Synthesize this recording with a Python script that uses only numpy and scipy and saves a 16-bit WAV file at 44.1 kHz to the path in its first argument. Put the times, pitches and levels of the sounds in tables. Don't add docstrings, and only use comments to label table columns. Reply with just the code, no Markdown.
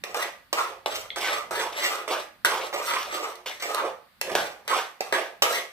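import sys
import numpy as np
from scipy import signal
from scipy.fft import rfft, irfft, next_fast_len
from scipy.io import wavfile
from scipy.ndimage import uniform_filter1d

SR = 44100
rng = np.random.default_rng(int(sys.argv[2]) if len(sys.argv) > 2 else 0)


def attenuation_scalar(level_db):
    decades = np.asarray(level_db, float) / 20
    return 10 ** decades


def store_pcm(level_fs):
    pcm = np.round(np.clip(level_fs, -1, 1) * 32767).astype(np.int16)
    wavfile.write(sys.argv[1], SR, np.atleast_2d(pcm).T)


N = 252379
STEP = 32


def evened(x):
    return x / np.sqrt(np.mean(x ** 2) + 1e-20)


def read(points, hz):
    f, value = np.transpose(points)
    return np.interp(np.log(hz + 1), np.log(f + 1), value)


def colour(x, points, share=1):
    size = next_fast_len(x.shape[-1])
    gain = attenuation_scalar(share * read(points, np.fft.rfftfreq(size, 1 / SR)))
    return irfft(rfft(x, size) * gain, size)[..., :x.shape[-1]]


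def band(x, lo_hz, hi_hz):
    sections = signal.butter(2, [lo_hz, hi_hz], "bandpass", fs=SR, output="sos")
    return signal.sosfilt(np.vstack([sections, sections]), x)


def resonate(x, hz, width):
    turn = np.exp(2j * np.pi * np.cumsum(hz * np.ones(len(x))) / SR)
    r = np.exp(-np.pi * width / SR)
    return 2 * (turn * signal.lfilter([1 - r], [1, -r], x / turn)).real


def ring(modes, size=4096):
    t = np.arange(size) / SR
    out = np.zeros(size)
    for k, (hz, width, db) in enumerate(modes):
        decay = np.sqrt(width) * np.exp(-np.pi * width * t)
        out += (-1) ** k * attenuation_scalar(db) * decay * np.sin(2 * np.pi * hz * t)
    return out


def wander(per_s, count):
    knots = rng.standard_normal((count, int(N / SR * per_s) + 2))
    at = np.arange(N) * per_s / SR
    return [evened(np.interp(at, np.arange(len(k)), k)) for k in knots]


def slopes(peak_s, rise_s, fade_s):
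    late = np.arange(0, N, STEP) / SR - peak_s[:, None]
    rise = -late / (abs(rise_s)[:, None] + 1e-4)
    fade = late / (abs(fade_s)[:, None] + 1e-4)
    return 20 * np.where(late < 0, rise, fade) ** 1.292


def summed(db):
    return np.repeat(np.sqrt((attenuation_scalar(db) ** 2).sum(0)), STEP)[:N]


# frequency in Hz, likeness from -1 to 1.
PORT_LIKENESS = [(60, 0.55), (180, 0.75), (550, 0.44), (1650, 0.22), (4970, -0.066), (15000, 0.15)]


def pair(a, b):
    size = a.shape[-1]
    same = np.clip(read(PORT_LIKENESS, np.fft.rfftfreq(size, 1 / SR)), -1, 1)
    return np.array([a, irfft(same * rfft(a) + np.sqrt(1 - same ** 2) * rfft(b), size)])


# frequency in Hz, level in dB per Hz.
HUSH = [(20, -16), (60, -5.5), (200, -2.5), (500, -9), (1200, -1), (2060, -0.5), (2600, -5), (4600, -4.5),
        (6000, -18), (15000, -8.5)]
# frequency in Hz, level in dB per Hz.
RUMBLE = [(15, -40), (30, -11), (55, -3.5), (90, -5.5), (140, -9), (300, -47)]
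# peak in seconds, rumble in dB, drumming in dB,
# seconds to rise 20 dB, seconds to fade 20 dB (signs of the two times do not matter).
COUNTER_JOLTS = [(.06, -70, -60, -5, .4), (.56, -70, -66.5, -0.3, .6), (1.0, -61, -70, 0.2, .3),
                 (1.2, -66, -68, 0.2, 0.5), (1.53, -62, -58.5, 0.16, 0.4), (2.05, -78, -70, 1.5, 2),
                 (2.47, -63.5, -60, 0.13, .35), (3.09, -68.5, -65.5, 0.6, 0.3),
                 (3.81, -71.5, -62, 0.5, 0.3), (4.35, -59, -46.5, 0.15, 0.2),
                 (4.7, -69.5, -56.5, -0.1, 0.2), (5.15, -67, -55.5, 0.11, 0.1), (5.46, -65, -58, 0.1, 0)]


def background():
    a, b, c, d = rng.standard_normal((4, next_fast_len(N)))
    s, low_db, drum_db, rise_s, fade_s = np.transpose(COUNTER_JOLTS)
    below = slopes(s, rise_s, fade_s)
    low = attenuation_scalar(-84) + summed(low_db[:, None] - below)
    drum = attenuation_scalar(-86) + summed(drum_db[:, None] - below)
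    rumble = low * evened(colour(pair(c, d), RUMBLE))[:, :N]
    drumming = 0.69 * drum * evened(band(pair(d, a), 134.4, 303))[:, :N]
    hush = attenuation_scalar(-61.5) * evened(colour(pair(a, b), HUSH))[:, :N]
    return hush + rumble + drumming


# frequency in Hz, seconds to die by 60 dB.
ROOM_DECAY = [(250, 0.37), (660, 0.37), (1740, 0.4), (4590, 0.34), (12000, 0.35)]


def walls(wet_db, near_db, size=20000, count=36):
    taps = np.zeros((2, size))
    at = np.arange(160, size - 20, 20)
    at = at + rng.integers(0, 20, (2, len(at)))
    np.put_along_axis(taps, at, rng.choice([-1., 1.], at.shape), 1)
    hz, t, z = signal.stft(taps, SR, nperseg=256)
    dying = attenuation_scalar(-60 * t / read(ROOM_DECAY, hz)[:, None])
    tail = signal.istft(z * dying, SR, nperseg=256)[1][:, :size]
    near = rng.standard_normal((2, size)) * np.exp(-np.arange(size) / SR / 0.0013)
    both = attenuation_scalar(wet_db) * tail / np.linalg.norm(tail[0]) + attenuation_scalar(near_db) * near / np.linalg.norm(near[0])
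    both[[0, 1], rng.integers(0, count, 2)] += 1
    return pair(*both)[:, :size * 4 // 5]


def kitchen(x, wet_db, near_db, count=6):
    place = np.arange(N) / SR * 13.5
    out = np.zeros((2, N))
    for k in range(count):
        away = (place - k + count / 2) % count - count / 2
        share = np.cos(np.pi / 2 * np.clip(away, -1, 1))
        out += signal.oaconvolve((x * share)[None], walls(wet_db, near_db), axes=1)[:, :N]
    return out


# time in seconds, peak level in dB.
TICK_TIMES = [
    (1.104, -19),
]
# frequency in Hz, width in Hz, level in dB.
TICK_MODES = [(2090, 130, -4), (3380, 130, 0.5), (4200, 400, -6)]


def tick():
    out = np.zeros(N)
    s, db = TICK_TIMES[0]
    sound = band(ring(TICK_MODES), 1550, 5000)
    out[round(s * SR) - 20:][:4096] = attenuation_scalar(db) * sound / abs(sound).max()
    return out


# time in seconds, peak in dB,
# thud in dB, crack in dB, main ring in Hz.
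SPOON_KNOCKS = [(0.039, -29.5, -2.5, 5.5, 2660), (0.145, -15.5, -13, -9, 885),
                (0.529, -10.5, -19, -5.5, 944), (0.86, -16, -8.5, -6.5, 829), (1.16, -27, -22, -15, 1020),
                (1.509, -18.5, -7.5, -11, 940), (2.078, -22, -9, -11, 960),
                (2.448, -2.5, -25.5, -11, 1530), (2.728, -20, -6, -20, 970),
                (3.461, -26.5, -20, -7, 2050), (3.624, -23.5, -23, -2, 2100),
                (4.213, -15.5, -7.5, 1, 2680), (4.352, -9.5, -3, -3, 1660), (4.678, -23, -8, 3, 1100),
                (5.007, -14.5, -7, -5, 790), (5.125, -8, -12.5, -13, 937), (5.422, -4.5, -28, -4.5, 943),
                (1.235, -29, -15, -16, 2140), (1.245, -16.5, -17, -17, 2200), (2.761, -18.5, -11, -19, 820),
               (2.937, -10, -24, -14, 1280), (3.029, -32, -23, 7.5, 1130), (3.746, -15, -10, -1.5, 1300),
               (3.78, -15, -11, -28, 1100), (4.297, -31, -2.5, -13, 1240), (4.317, -30, 7, 1, 1290),
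               (4.686, -23, -14, -12, 1100), (3.355, -40, -19, 6, 2000), (4.428, -27.5, -11, -8, 1500),
               (5.509, -17.5, -6, -14, 890)]


def knocks():
    out, t = np.zeros(N + 4096), np.arange(4096) / SR
    upper, lower = ring(WALL_MODES + RIM_MODES), band(t == 0, 320, 910)
    upper, lower = upper / abs(upper).max(), lower / abs(lower).max()
    for s, db, thud_db, crack_db, hz in SPOON_KNOCKS:
        main = 0.61 * np.sin(2 * np.pi * hz * t) * np.exp(-t / 0.0033)
        main += 1.07 * upper * np.exp(-t / 0.0031)
        main += 0.35 * (t < 0.0001)
        noise = evened(colour(rng.standard_normal(4096), GRIT_HISS))
        crack = noise * np.exp(-t / 0.0029) * (1 - np.exp(-t / 0.0001))
        knock = main + attenuation_scalar(thud_db) * lower + 0.84 * attenuation_scalar(crack_db) * crack
        out[round(s * SR) - 20:][:4096] += attenuation_scalar(db) * knock
    return out[:N]


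def friction(per_s, spread_db, judder_db):
    size = attenuation_scalar(spread_db * np.minimum(rng.exponential(1, N), 3.4)) * rng.choice([-1., 1.], N)
    clicks = size * (rng.random(N) < per_s / SR)
    return evened(clicks * attenuation_scalar(judder_db * wander(70, count=1)[0]))


def family(force, modes, drift_db):
    out = np.zeros(N)
    for (hz, width, db), feed in zip(modes, wander(9, count=len(modes))):
        r = np.exp(-np.pi * width / SR)
        gain = attenuation_scalar(db) * np.sqrt(1 - r * r) / np.sqrt(2)
        poles = [1, -2 * r * np.cos(2 * np.pi * hz / SR), r * r]
        out += signal.lfilter([gain, 0, -gain], poles, force * attenuation_scalar(drift_db * feed))
    return out / np.linalg.norm(attenuation_scalar(np.array(modes)[:, -1]))


# start in seconds, pressure in dB,
# seconds to fade 20 dB, spoon resonance in Hz, depth in the paste in dB.
DRAG_STROKES = [(0.037, -32, 0.0051, 2440, -7), (0.145, -36.5, 0.1032, 1190, 0.5),
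                (0.528, -27.5, 0.0268, 1050, -3.5), (0.859, -40, 0.05, 1060, 7.5),
                (1.159, -36, 0.08, 1300, -4.5), (1.511, -39.5, 0.1346, 1190, 6),
                (2.077, -42, 0.06, 1080, -5), (2.448, -24, 0.0427, 1530, -9), (2.728, -47, .11, 991, 11),
                (3.459, -38, .12, 2050, -3.5), (3.597, -44.5, 0.13, 2100, -6),
                (3.622, -39, 0.2068, 2300, -2), (4.213, -43, .025, 2000, 8.5),
                (4.353, -33.5, 0.16, 1450, 1.5), (4.649, -60.5, .05, 1980, 11.5),
                (4.677, -37.5, 0.1, 1130, 1), (5.006, -40.5, 0.0236, 965, 9),
                (5.124, -33.5, 0.14, 1600, 2.5), (5.421, -26, .08, 1260, -2)]
# peak in seconds, pressure in dB,
# seconds to rise 20 dB, spoon resonance in Hz, depth in the paste in dB.
SWELL_STROKES = [(0.093, -49.5, 0.12, 1080, 3.5), (0.22, -34, 0.0961, 1940, -2.5),
                 (0.61, -39.5, 0.16, 1050, 2.5), (0.952, -40, 0.15, 1290, -0.5),
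                 (1.245, -35, 0.15, 2070, -6), (1.332, -35.5, .12, 1220, 0),
                 (1.597, -34.5, 0.1156, 1750, -4), (1.851, -32.5, 0.1559, 2090, -4.5),
                 (1.957, -43, 0.12, 1390, 3.5), (2.13, -36, 0.1, 1520, 3), (2.2, -44.5, 0.07, 1720, 1.5),
                 (2.5, -36, 0.16, 1600, -1), (2.635, -43, 0.12, 1200, 4.5), (2.764, -39.5, 0.17, 1040, 2.5),
                 (2.926, -33, 0.2, 1300, -8.5), (3.15, -40.5, 0.13, 1190, 3.5),
                 (3.24, -42, 0.1558, 1150, 3), (3.7, -39.5, 0.14, 1030, 3.5), (3.859, -46, 0.08, 1150, 13),
                 (4.315, -45, 0.17, 1710, 7.5), (4.765, -33.5, 0.1242, 1900, -3.5),
                 (5.06, -52, 0.17, 1140, 3), (5.51, -39.5, 0.12, 1290, 4.5), (5.569, -36, 0.08, 2050, -5)]
# peak in seconds, level in dB,
# seconds to rise 20 dB, spoon resonance in Hz.
SINGING = [(.165, -36.5, 0.13, 1190), (1.64, -35, .11, 900), (1.88, -35, 0.16, 875),
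           (0.59, -20, 0.047, 1100), (1.333, -35, 0.15, 1180), (2.127, -32, 0.0543, 1080),
           (2.545, -33, 0.12, 1000), (2.9, -29, 0.05, 1260), (2.97, -28, .07, 1230),
           (4.72, -31.5, 0.01, 2250), (2.62, -37, 0.02, 2450), (3.255, -35.5, 0.08, 1140),
           (3.8, -26.5, 0.0671, 1100), (4.725, -23.5, 0.1, 1140), (5.15, -30.5, 0.12, 1660),
           (5.46, -25.5, 0.04, 1180), (5.557, -30, 0.04, 2050)]
# offset in dB, dB per dB of depth,
# dB per octave of spoon resonance, steepness of rise and fade (a plain factor).
PART_ANSWERS = [
    (0., 1, 0., 0.74),
    (1.5, 0.4437, -2, 0.93),
    (2.5, 0.2651, 1, 1.01),
    (0., 0, 1, 1.135),
]


def strokes():
    rows = np.array(DRAG_STROKES + SWELL_STROKES + [row + (0,) for row in SINGING])
    s, db, span, hz, depth = rows.T
    kind = np.repeat(np.arange(3), [len(DRAG_STROKES), len(SWELL_STROKES), len(SINGING)])
    lands = s[kind == 0]
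    landed = lands[np.searchsorted(lands, s, "right") - 1]
    below = slopes(s, span, span * np.where(kind == 0, 1, 0.85))
    below[np.arange(0, N, STEP) / SR < landed[:, None]] = 200
    octaves = np.log2(hz / 1450)
    song = [-200, -18 * np.maximum(octaves, 0), 18 * np.minimum(octaves, 0), -200]
    gains = []
    for (offset_db, per_depth, per_octave, steep), song_db in zip(PART_ANSWERS, song):
        rub_db = offset_db + per_depth * depth + per_octave * octaves
        top = db + np.where(kind == 2, song_db, rub_db)
        gains.append(uniform_filter1d(summed(top[:, None] - steep * np.minimum(below, 200)), 40))
    weight = attenuation_scalar(db[:, None] - np.minimum(below, 80)) ** 4
    return gains, np.repeat(hz @ weight / weight.sum(0), STEP)[:N]


# frequency in Hz, width in Hz, level in dB.
BOWL_MODES = [(333, 20, -10.5), (364.7, 13, -0.5), (467.3, 9.4, -4), (524.6, 11, -1), (569.4, 37, 4),
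              (690, 27, -1)]
# frequency in Hz, width in Hz, level in dB.
WALL_MODES = [(827, 26, -5), (944, 37, 1.5), (1097, 50, -4), (1190, 39, 0.5), (1243, 27, -4),
              (1300, 41, -11)]
# frequency in Hz, width in Hz, level in dB.
RIM_MODES = [(1530, 31, -1), (1706, 46, -1), (1842, 31, -2.5), (1950, 87, 1), (2185, 140, -2.5),
             (2375, 54, -2), (2760, 71, -14)]
# frequency in Hz, width in Hz, level in dB.
EDGE_MODES = [(3390, 74, -4), (4550, 210, -13), (5760, 320, -6), (7690, 190, -6)]
# frequency in Hz, level in dB per Hz.
GRIT_HISS = [(1710, -14.5), (2900, 0), (4960, -5.5), (5930, -3.5), (6840, -10), (8650, -12), (14600, -11.5),
             (15400, -20), (16000, -34)]


def scrape():
    force = friction(per_s=3000, spread_db=3.5, judder_db=2.5)
    (bowl, wall, rim, edge), spoon_hz = strokes()
    spoon = evened(resonate(resonate(force, spoon_hz, 310), spoon_hz, 324))
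    out = attenuation_scalar(-3.5) * spoon * np.where(spoon_hz > 1400, rim, wall)
    parts = ((bowl, BOWL_MODES, -7.5), (wall, WALL_MODES, -7.5), (rim, RIM_MODES, -7.5),
             (edge, EDGE_MODES, -13))
    for level, modes, db in parts:
        out += attenuation_scalar(db) * family(force * level, modes, drift_db=2.5)
    broad = ((bowl, 350, 800, -1.5), (bowl, 640, 960, -4.5), (wall, 900, 1450, -5),
             (rim, 1400, 2900, -4), (rim, 2700, 4600, -12.5))
    for k, (level, lo_hz, hi_hz, db) in enumerate(broad):
        shifted = np.roll(force, (k + 1) * 2503)
        out += attenuation_scalar(db) * evened(band(shifted, lo_hz, hi_hz)) * level
    hiss = friction(per_s=9000, spread_db=3.5, judder_db=4.0) + 0.61 * force
    return out + attenuation_scalar(2.5) * evened(colour(hiss, GRIT_HISS)) * edge


# frequency in Hz, width in Hz, level in dB.
BARE_WALL_MODES = [(577, 11, -8.5), (1100, 5.3, -3), (1199, 4.6, -8), (1660, 6, -4), (2040, 11, -2.5),
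                   (2450, 10, -1)]


def pan():
    x = scrape() + knocks()
    return band(x + attenuation_scalar(-28.0) * family(x, BARE_WALL_MODES, drift_db=1.0), 273, 21500)


def scene():
    far = signal.oaconvolve(tick()[None], walls(wet_db=-1.5, near_db=-11.0, count=1), axes=1)[:, :N]
    return background() + far + attenuation_scalar(-2.0) * kitchen(pan(), wet_db=-3.5, near_db=-7.0)


def low_pass(x):
    return signal.sosfilt(signal.butter(12, 16500, fs=SR, output="sos"), x)


# frequency in Hz, left minus right in dB.
PORT_LEAN = [(60, -5), (130, -11.5), (290, -0.5), (640, -4.5), (1410, -3.5), (3100, 0.5), (6820, -3),
             (15000, 5)]
# frequency in Hz, gain in dB.
MICROPHONE_COLOUR = [(700, 0.5), (1100, 0.76), (1700, 1.5), (2500, 0.6), (3600, 0.7), (5500, 0.44),
                     (9500, 0), (12500, -2), (15000, -2), (15400, -12), (16000, -32), (16600, -46)]


def record(dry):
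    left = colour(dry[0], PORT_LEAN, share=0.53)
    right = colour(dry[1], PORT_LEAN, share=-0.43)
    return low_pass(colour(np.array([left, right]), MICROPHONE_COLOUR))


dry = scene()
out = record(dry)
store_pcm(out)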